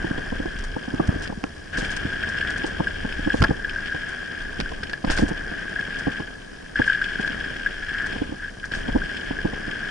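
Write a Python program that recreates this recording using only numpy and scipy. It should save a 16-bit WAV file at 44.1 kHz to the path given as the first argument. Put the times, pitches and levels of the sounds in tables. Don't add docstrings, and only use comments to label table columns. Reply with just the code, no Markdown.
import sys
import numpy as np
from scipy import signal
from scipy.fft import rfft, irfft, next_fast_len
from scipy.io import wavfile
from scipy.ndimage import uniform_filter1d, map_coordinates

SR = 44100
rng = np.random.default_rng(int(sys.argv[2]) if len(sys.argv) > 2 else 0)


def master(y):
    cut = np.clip(np.atleast_2d(y).T, -1, 1)
    pcm = np.round(cut * 32767)
    wavfile.write(sys.argv[1], SR, pcm.astype(np.int16))


N = 436590
TIME = np.arange(N) / SR

# (time [s], relative level [dB], contact time [ms])
KNOCK_EVENTS = [(0.047, -14.5, 0.25), (0.112, -14, 0.36), (0.182, -19.5, 0.17), (.326, -15.5, 0.17),
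                (0.403, -14.5, 0.34), (.459, -16.5, 0.2), (0.767, -17, 0.15), (.883, -19, 0.24),
                (0.941, -13, 0.34), (1.001, -7, 0.15), (1.091, -5.5, 1.45), (1.145, -25, 0.46),
                (1.161, -18.5, 0.5), (1.301, -19, 0.12), (1.327, -22.5, 0.15), (1.376, -24, 0.89),
                (1.441, -16, 0.089), (1.786, -18, 0.22), (1.828, -21, 0.21), (2.054, -15.5, 0.5),
                (2.645, -14.5, 0.24), (2.806, -8, 0.14), (3.052, -15.5, 0.2), (3.195, -19, 0.32),
                (3.266, -18, 0.65), (3.276, -9.5, 0.21), (3.345, -8.5, 0.19), (3.41, -10, 1.5),
                (3.418, -8, 0.44), (3.427, -9, 1.76), (3.44, -21, 0.1), (3.448, -18, 0.072),
                (3.495, -12.5, 0.48), (3.51, -8.5, 0.27), (3.948, -20, 0.17), (4.595, -20, 0.34),
                (4.624, -22.5, 0.95), (4.722, -21, 0.082), (5.047, -11.5, 0.044), (5.077, -18.5, 0.17),
                (5.102, -12.5, 0.2), (5.195, -12, 0.16), (5.226, -8.5, 0.3), (5.235, -7.5, 0.57),
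                (5.316, -14, 0.22), (5.522, -23, 0.2), (6.072, -11.5, 0.24), (6.204, -19, 0.16),
                (6.799, -7.5, 0.19), (7.199, -18, 0.22), (7.305, -24.5, .35), (8.162, -22, 0.12),
                (8.22, -13.5, 0.35), (8.295, -24.5, .5), (8.325, -18.5, 0.27), (8.889, -15, 0.25),
                (8.953, -11.5, 0.34), (8.961, -8.5, 0.2), (8.965, -14, 0.25), (9.311, -16.5, 0.26),
                (9.449, -20.5, 0.42), (9.455, -10.5, 0.28), (9.535, -20, 0.12), (9.682, -18.5, 0.34)]
# (time [s], relative level [dB])
JOLT_EVENTS = [(1.2355, -23), (1.4402, -26), (1.7716, -23), (2.126, -14), (2.2356, -14), (2.8705, -10),
               (3.274, -19), (3.3021, -9), (3.4418, -6.5), (3.6456, -13), (3.7604, -14.5), (3.9213, -16),
               (4.658, -16), (4.831, -17), (4.895, -20), (4.934, -14.5), (5.0984, -11.5), (5.1749, -11.5),
               (5.7608, -14), (5.7905, -13), (6.757, -9), (6.7876, -10), (6.8167, -9.5), (6.877, -6.5),
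               (6.898, -3.5), (6.9216, -12), (6.946, -10), (7.015, -8.5), (7.194, -15), (7.246, -10.5),
               (7.2768, -12), (7.442, -14.5), (7.661, -8), (8.7144, -19), (8.736, -14.5), (9.018, -13),
               (9.0964, -16), (9.388, -15.5)]
# (frequency [Hz], relative level [dB])
GRIT_SPECTRUM = [(1000, 11.5), (2500, 1.5), (4000, 4.5), (5200, 6), (6500, 2.5), (8500, -2), (11000, -11)]

CASE_HZ, CASE_WIDTH_HZ, CASE_SKIRT_HZ = 1630.3, 136, 375


def from_db(db):
    return 10 ** (np.asarray(db) / 20)


def rms_one(x):
    return x / np.sqrt(np.mean(x ** 2) + 1e-20)


def in_time(rows):
    seconds, *columns = np.transpose(rows)
    return [np.interp(TIME, seconds, column) for column in columns]


def at_hz(points, hz):
    frequency, value = np.transpose(points)
    return np.interp(np.log(hz + 1), np.log(frequency), value)


def pan(db):
    return from_db(np.array([[db], [-db]]) / 2)


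def add(out, s, sound):
    start = int(np.clip(round(s * SR), 0, N - 1))
    out[..., start:start + sound.shape[-1]] += sound[..., :N - start]


def drift(rate):
    knots = rng.standard_normal(4000)
    curve = map_coordinates(knots, [TIME[::20] * rate], order=2, mode="wrap")
    return rms_one(curve).repeat(20)[:N]


def resonate(x, hz, width_hz):
    radius = np.exp(-np.pi * width_hz / SR)
    zeros = np.array([1, 0, -1]) * (1 - radius * radius) / 2
    poles = [1, -2 * radius * np.cos(2 * np.pi * hz / SR), radius * radius]
    return signal.lfilter(zeros, poles, x + 1e-18)


def at_ports(pair, spectrum):
    # (frequency [Hz], correlation [-1 to 1])
    likeness = [(60, 1), (130, 0.81), (200, 0.97), (290, -0.52), (450, 0.044), (650, -0.043), (900, -0.35),
                (1400, 0.13), (2500, 0.37), (3200, 0.27), (4000, -0.55), (5200, 0.94), (7000, 0.22),
                (11000, 0.39)]
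    size = next_fast_len(N + 4096)
    hz = np.arange(size // 2 + 1) * SR / size
    alike = np.clip(at_hz(likeness, hz), -.98, .98)
    balance = np.sqrt([1 + alike, 1 - alike])
    coloured = rfft(pair, size) * from_db(at_hz(spectrum, hz)) * balance
    mid, side = irfft(coloured, size)[:, :N]
    return np.array([mid + side, mid - side]) / np.std(mid)


def grains(per_s, spread_db, bed):
    struck = rng.random(N) < per_s / SR
    sizes = from_db(spread_db * np.minimum(rng.exponential(1, N), 4)) * struck
    cracks = rms_one(sizes * rng.standard_normal((2, N)))
    return cracks + bed * rng.standard_normal((2, N))


def steady(x, seconds):
    power = np.mean(np.atleast_2d(x) ** 2, axis=0)
    return x / np.sqrt(uniform_filter1d(power, int(seconds * SR)) + 1e-12)


def die_away(clicks, fade_s):
    return signal.lfilter([1], [1, -np.exp(-1 / (fade_s * SR))], clicks + 1e-18)


def case(force):
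    return resonate(resonate(force, CASE_HZ, CASE_WIDTH_HZ), CASE_HZ, CASE_SKIRT_HZ)


def aftermath(hits, fade_s):
    power = np.zeros(N)
    for s, db, *_ in hits:
        add(power, s, from_db([db]) ** 2)
    return np.sqrt(die_away(power, fade_s / 2))


def shaken(level_db, shake):
    return 20 * np.log10(np.hypot(from_db(level_db), shake))


def jumps():
    # (touch-down [s], time since take-off [s], time to unload tyres [s], extra load on landing [dB])
    flights = [(1.72, .47, .08, 5), (5.06, .14, 0.079, 12.5), (6.75, .62, .28, 2.5),
               (8.712, 0.56, .25, 3.5)]
    bite_s, settle_s = 0.014, 0.21
    air, load_db = np.zeros(N), np.zeros(N)
    for touch_down, flight_s, unload_s, landing_db in flights:
        since = TIME - touch_down
        bite = np.clip(since / bite_s, 0, 1)
        air += np.clip((since + flight_s) / unload_s, 0, 1) * (1 - bite)
        load_db += landing_db * bite * np.exp(-np.maximum(since, 0) / settle_s)
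    return np.clip(air, 0, 1), load_db


def ride(air, load_db):
    # (time [s], relative case ring level [dB], relative crunch level [dB])
    tyre_work = [(0.0, -33, -44.5), (0.88, -39.5, -47), (1.17, -35, -45), (1.9, -32, -41),
                 (2.05, -33.5, -42), (2.46, -26, -38), (2.8, -36.5, -43), (3.3, -32.5, -40.5),
                 (3.55, -36.5, -47), (3.75, -32, -42.5), (4.45, -34, -45.5), (4.75, -41, -46.5),
                 (5.45, -35.5, -49), (5.8, -32.5, -43), (7.05, -29.5, -40), (7.76, -35.5, -43.5),
                 (8.02, -26, -41.5), (8.25, -38.5, -38.5), (8.95, -35.5, -45.5), (9.15, -34, -40),
                 (9.45, -36, -45), (9.9, -31, -42)]
    # (time [s], relative tyre rumble level [dB], tread drumming level [dB])
    firmness = [(0.0, -39, -65), (0.7, -44.5, -51), (1.1, -39.5, -40), (1.9, -41, -41.5), (2.6, -39.5, -40),
                (3.1, -42.5, -41.5), (4.2, -44, -50.5), (5.9, -42, -50), (6.9, -45, -55), (7.4, -40.5, -48),
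                (7.85, -46.5, -56), (8.15, -39, -42), (9.1, -41.5, -47.5), (9.9, -42, -56)]
    # (time at its height [s], relative level [dB], half length [s])
    scuff_events = [(8.442, -32, 0.058), (8.647, -30.5, 0.02)]
    air_ring_db, air_crunch_db, air_rumble_db = -45.5, -54, -47.5
    air_drum_db = -6
    ring_share, rumble_share = .8, 0.17
    jolt_ring_db, jolt_crunch_db, knock_rumble_db = -18, -33, -26.5
    scuff_rasp_db = -18

    ring_db, crunch_db = in_time(tyre_work)
    rumble_db, drum_db = in_time(firmness)
    patches_db = 0.5 * drift(rate=12) * (1 - air)
    ring_db = ring_db + air * (air_ring_db - ring_db) + ring_share * load_db + patches_db
    crunch_db = crunch_db + air * (air_crunch_db - crunch_db) + load_db + patches_db
    rumble_db = rumble_db + air * (air_rumble_db - rumble_db) + rumble_share * load_db

    scuffs = sum(from_db(db) * np.exp(-((TIME - s) / half_s) ** 2) for s, db, half_s in scuff_events)
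    jolted = aftermath(JOLT_EVENTS, fade_s=0.027)
    knocked = aftermath(KNOCK_EVENTS, fade_s=0.043)
    return (shaken(ring_db, from_db(jolt_ring_db) * jolted + scuffs),
            shaken(crunch_db, from_db(jolt_crunch_db) * jolted + from_db(scuff_rasp_db) * scuffs),
            shaken(rumble_db, from_db(knock_rumble_db) * knocked),
            drum_db + air_drum_db * air)


def wind(wind_db):
    # (frequency [Hz], relative level [dB])
    buffet_spectrum = [(12, -9), (26, 5), (45, -4.5), (70, -9.5), (110, -20), (250, -46), (800, -85)]
    # (frequency [Hz], relative level [dB])
    hiss_spectrum = [(300, -21), (1000, -0.5), (5000, 4), (7500, -2.5), (11000, -6.5)]
    lumps = at_ports(rng.standard_normal((2, N)), buffet_spectrum)
    buffet = steady(lumps, seconds=0.31) * from_db(wind_db)
    hiss = from_db(-54.5) * at_ports(rng.standard_normal((2, N)), hiss_spectrum)
    return buffet + hiss


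def freewheel(air):
    # (time [s], mean pawl click rate [1/s])
    click_rate = [(0, 80), (.5, 67), (.85, 63), (1.15, 84), (4.5, 67.6), (5.4, 68), (6.2, 68.6),
                  (9.9, 84.4)]
    slowing = .2
    per_s = in_time(click_rate)[0] * (1 - slowing * air)
    teeth = np.floor(np.cumsum(per_s * (1 + 0.028 * drift(rate=40))) / SR)
    clicks = np.diff(teeth, prepend=0) * from_db(2 * rng.standard_normal(N))
    chatter = die_away(clicks, fade_s=.0018) * rng.standard_normal((2, N))
    shell = resonate(resonate(chatter, 4960, 660), 5500, 1500)
    buzz = from_db(-55.5) * rms_one(shell + .5 * shell[::-1])
    through_frame = from_db(-49.5) * rms_one(case(chatter[0]))
    return buzz + through_frame


def frame_clangs():
    # (time [s], peak level [dB])
    bottoming = [(1.44, -22), (3.421, -7), (3.439, -7.5), (3.448, -10), (5.1, -35)]
    # (frequency [Hz], relative level [dB], 60 dB decay time [s])
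    frame_modes = [(696, -5.5, 0.039), (864, -6, 0.049), (1086, -4.5, 0.048), (1380, 8, 0.029)]
    t, out = TIME[:SR // 8], np.zeros((2, N))
    chance = rng.standard_normal((len(bottoming), len(frame_modes), 2, 1))
    for (s, db), draws in zip(bottoming, chance):
        clang = np.zeros((2, len(t)))
        for (hz, mode_db, t60), luck in zip(frame_modes, draws):
            clang += from_db(mode_db + 2 * luck - 60 * t / t60) * np.sin(2 * np.pi * hz * t)
        add(out, s, clang / np.abs(clang).max() * from_db(db))
    return out


def chain_slaps():
    # (time [s], relative level [dB], 60 dB decay time [s])
    slap_events = [(1.275, -27.5, 0.028), (1.4395, -19.5, 0.0077), (3.42, -13.5, 0.011),
                   (3.425, -13, 0.011), (3.439, -17.5, 0.024), (3.445, -26, 0.023), (4.6013, -16.5, 0.021),
                   (4.609, -22, 0.021), (4.833, -27, 0.048), (4.896, -29.5, 0.036), (4.932, -26, 0.032),
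                   (5.048, -30.5, 0.033), (5.1, -21, .05), (5.174, -24.5, 0.039), (5.185, -20, 0.025),
                   (7.276, -24.5, .02), (8.718, -26.5, 0.038), (8.75, -27, .02)]
    # (frequency [Hz], relative level [dB])
    slap_spectrum = [(300, 11), (1000, -0.5), (1650, 11.5), (2200, 6), (3200, 3.5), (4000, -1), (5100, 3.5),
                     (6000, -12.5), (11000, -23)]
    t, burst = TIME[:SR // 8], np.zeros(N)
    for s, db, t60 in slap_events:
        onset = 1 - np.exp(-t / 0.00018)
        add(burst, s, from_db(db + 0.5 - 60 * t / t60) * onset)
    return burst * at_ports(rng.standard_normal((2, N)), slap_spectrum)


def knocks(lead_s=0.003547, lead_share=0.48, rebound_share=0.36, low_cut_hz=95, scatter_db=1.3):
    # (mean frequency [Hz], 60 dB decay time [s], mean level [dB], mean left-right difference [dB], left lag [ms])
    mount_modes = [(109, 0.0071, -27, 19, 1), (206, 0.036, -3.5, -1.5, 0.81), (296.4, 0.031, 5, -3.5, 0.93),
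                   (500, 0.034, 0.5, 4.5, 0.75), (855, 0.023, -3, 9, 0.41), (1050, 0.015, -2, 11.5, 0.29),
                   (1810, 0.036, -15, -7, 0.24)]
    t, out = TIME[:SR // 12], np.zeros((2, N))
    hit_s = .008
    low_cut = signal.butter(1, low_cut_hz, "high", fs=SR, output="sos")
    chance = rng.standard_normal((len(KNOCK_EVENTS), len(mount_modes) + 1, 3))
    for (s, db, contact_ms), draws in zip(KNOCK_EVENTS, chance):
        early, late, hard = draws[-1]
        contacts = [(0, 1),
                    (-lead_s * from_db(2 * early), lead_share),
                    (lead_s * from_db(3.37 * late), rebound_share * hard)]
        width_s = contact_ms * 1e-3
        force = sum(size * np.exp(-.5 * ((t - hit_s - when) / width_s) ** 2) for when, size in contacts)
        body = np.zeros((2, len(t)))
        for (hz, t60, mode_db, side_db, lag_ms), (strength, detune, lean) in zip(mount_modes, draws):
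            age = np.maximum(t - np.array([[lag_ms], [0]]) * 1e-3, 0)
            pitch = hz * (1 + .06 * detune)
            gain = from_db(mode_db + scatter_db * strength - 60 * age / t60)
            body += pan(side_db + scatter_db * lean) * gain * np.sin(2 * np.pi * pitch * age)
        knock = signal.fftconvolve(body, force[None], axes=1)[:, :len(t)]
        knock = signal.sosfilt(low_cut, knock)
        add(out, s - hit_s - .0012, knock / np.abs(knock).max() * from_db(db + 1.9))
    return out


def grit_sprays(flicks_per_s=14, flick_db=-55, flick_fade_s=0.0056):
    # (time at its height [s], relative level [dB], rise time [s])
    spray_events = [(0.59, -45, 0.004), (0.642, -48, 0.0071), (1.074, -43, 0.0026), (1.229, -45, 0.011),
                    (1.784, -38.5, 0.013), (1.848, -50, 0.017), (1.913, -44.5, 0.011), (1.967, -37, 0.0038),
                    (2.292, -44.5, 0.0052), (2.504, -44, 0.0049), (2.579, -42.5, 0.0041),
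                    (2.665, -44.5, 0.0089), (3.357, -49.5, 0.04), (4.09, -49, 0.0069), (5.118, -37, 0.014),
                    (5.182, -41, 0.022), (5.285, -42.5, 0.0055), (5.991, -45.5, 0.0067),
                    (6.865, -47.5, 0.009), (7.214, -48, 0.0058), (7.264, -52, 0.0073),
                    (8.064, -43.5, 0.005), (8.654, -47.5, 0.0039), (8.752, -49, 0.025)]
    swell = np.zeros(N)
    for s, db, rise_s in spray_events:
        t = np.arange(0, 8 * rise_s, 1 / SR) / rise_s
        add(swell, s - rise_s, from_db(db + 6.5) * t * np.exp(1 - t))
    flicks = (rng.random(N) < flicks_per_s / SR) * from_db(flick_db + 5.0 * rng.standard_normal(N))
    swell += die_away(flicks, flick_fade_s)
    return swell * at_ports(grains(per_s=1100, spread_db=2.0, bed=0.73), GRIT_SPECTRUM)


def case_rattle(ring_db, roughness, rise_s=0.0017, fade_s=0.0037):
    common, uneven = case(grains(per_s=320, spread_db=2.0, bed=1.26) * roughness)
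    ports = common + from_db(-18) * uneven * [[1], [-1]]
    chatter = steady(ports, seconds=0.07) * from_db(ring_db + 0.05)
    t, pings = TIME[:SR // 25], np.zeros(N)
    shape = (1 - np.exp(-t / rise_s)) ** 2 * np.exp(-t / fade_s)
    shape = shape / shape.max()
    for (s, db), detune in zip(JOLT_EVENTS, rng.standard_normal(len(JOLT_EVENTS))):
        tone = np.sin(2 * np.pi * CASE_HZ * (1 + 0.026 * detune) * t)
        add(pings, s - .0005, from_db(db - 4.0) * shape * tone)
    return (chatter + pings) * pan(db=3.5)


def tyres(crunch_db, rumble_db, drum_db, roughness, snaps_per_s=45, snap_size=1.03, snap_fade_s=0.0042):
    # (frequency [Hz], relative level [dB])
    crunch_spectrum = [(900, -32), (1400, -23), (1900, -5.5), (2250, 2), (2700, -1.5), (3220, 6),
                       (3500, -3), (4000, -14), (4500, -8.5), (4900, -16.5), (5200, -4.5), (5700, -38),
                       (7000, -21), (11000, -33)]
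    # (frequency [Hz], relative level [dB])
    rumble_spectrum = [(40, -43), (75, -9), (130, -2), (200, -0.5), (280, 1), (400, -2.5), (550, -8),
                       (680, -6), (850, -12), (1200, -12), (1900, -26), (3000, -45)]
    snaps = (rng.random(N) < snaps_per_s / SR) * snap_size * from_db(5.1 * rng.standard_normal(N))
    gravel = grains(per_s=2500, spread_db=2, bed=1) * roughness * (1 + die_away(snaps, snap_fade_s))
    crunch = steady(at_ports(gravel, crunch_spectrum), seconds=0.18) * from_db(crunch_db + 1)
    sand = at_ports(rng.standard_normal((2, N)), GRIT_SPECTRUM) * from_db(crunch_db - 15)
    rolling = at_ports(grains(per_s=600, spread_db=2.5, bed=1.0), rumble_spectrum)
    rumble = steady(rolling, seconds=0.14) * from_db(rumble_db + 4.5)
    tread = resonate(resonate(rng.standard_normal(N), hz=73, width_hz=26), hz=74.0, width_hz=28)
    drum = steady(tread, seconds=0.23) * from_db(drum_db)
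    return crunch * pan(db=2.5) + sand * pan(db=-6.5) + rumble * pan(db=0.3) + drum


def scene():
    # (time [s], level [dB])
    gusts = [(0.0, -35), (0.77, -30.5), (0.82, -49), (1.13, -34.5), (1.68, -44), (1.82, -33), (2.23, -44),
             (3.42, -31), (4.3, -49.5), (4.57, -30), (5.02, -45), (5.1, -28.5), (5.6, -43), (8.74, -37.5),
             (8.96, -26.5), (9.21, -53), (9.32, -33.5), (9.9, -43)]
    air_hub_db, air_wind_db = -4.5, -5
    landing_wind_share = 0.64
    air, load_db = jumps()
    ring_db, crunch_db, rumble_db, drum_db = ride(air, load_db)
    wind_db = in_time(gusts)[0] + air_wind_db * air + landing_wind_share * load_db
    roughness = from_db(0.55 * drift(rate=30) + 1.06 * drift(rate=120))
    ground = tyres(crunch_db, rumble_db, drum_db, roughness) + grit_sprays()
    bike = freewheel(air) * from_db(air_hub_db * air) + chain_slaps() + frame_clangs()
    camera = case_rattle(ring_db, roughness) + knocks()
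    return ground + bike + camera + wind(wind_db)


def record(dry):
    clipped = np.clip(dry, -1, 1)
    low_pass = signal.ellip(10, .2, 70, 11050, fs=SR, output="sos")
    return signal.sosfilt(low_pass, clipped)


dry = scene()
out = record(dry)
master(out)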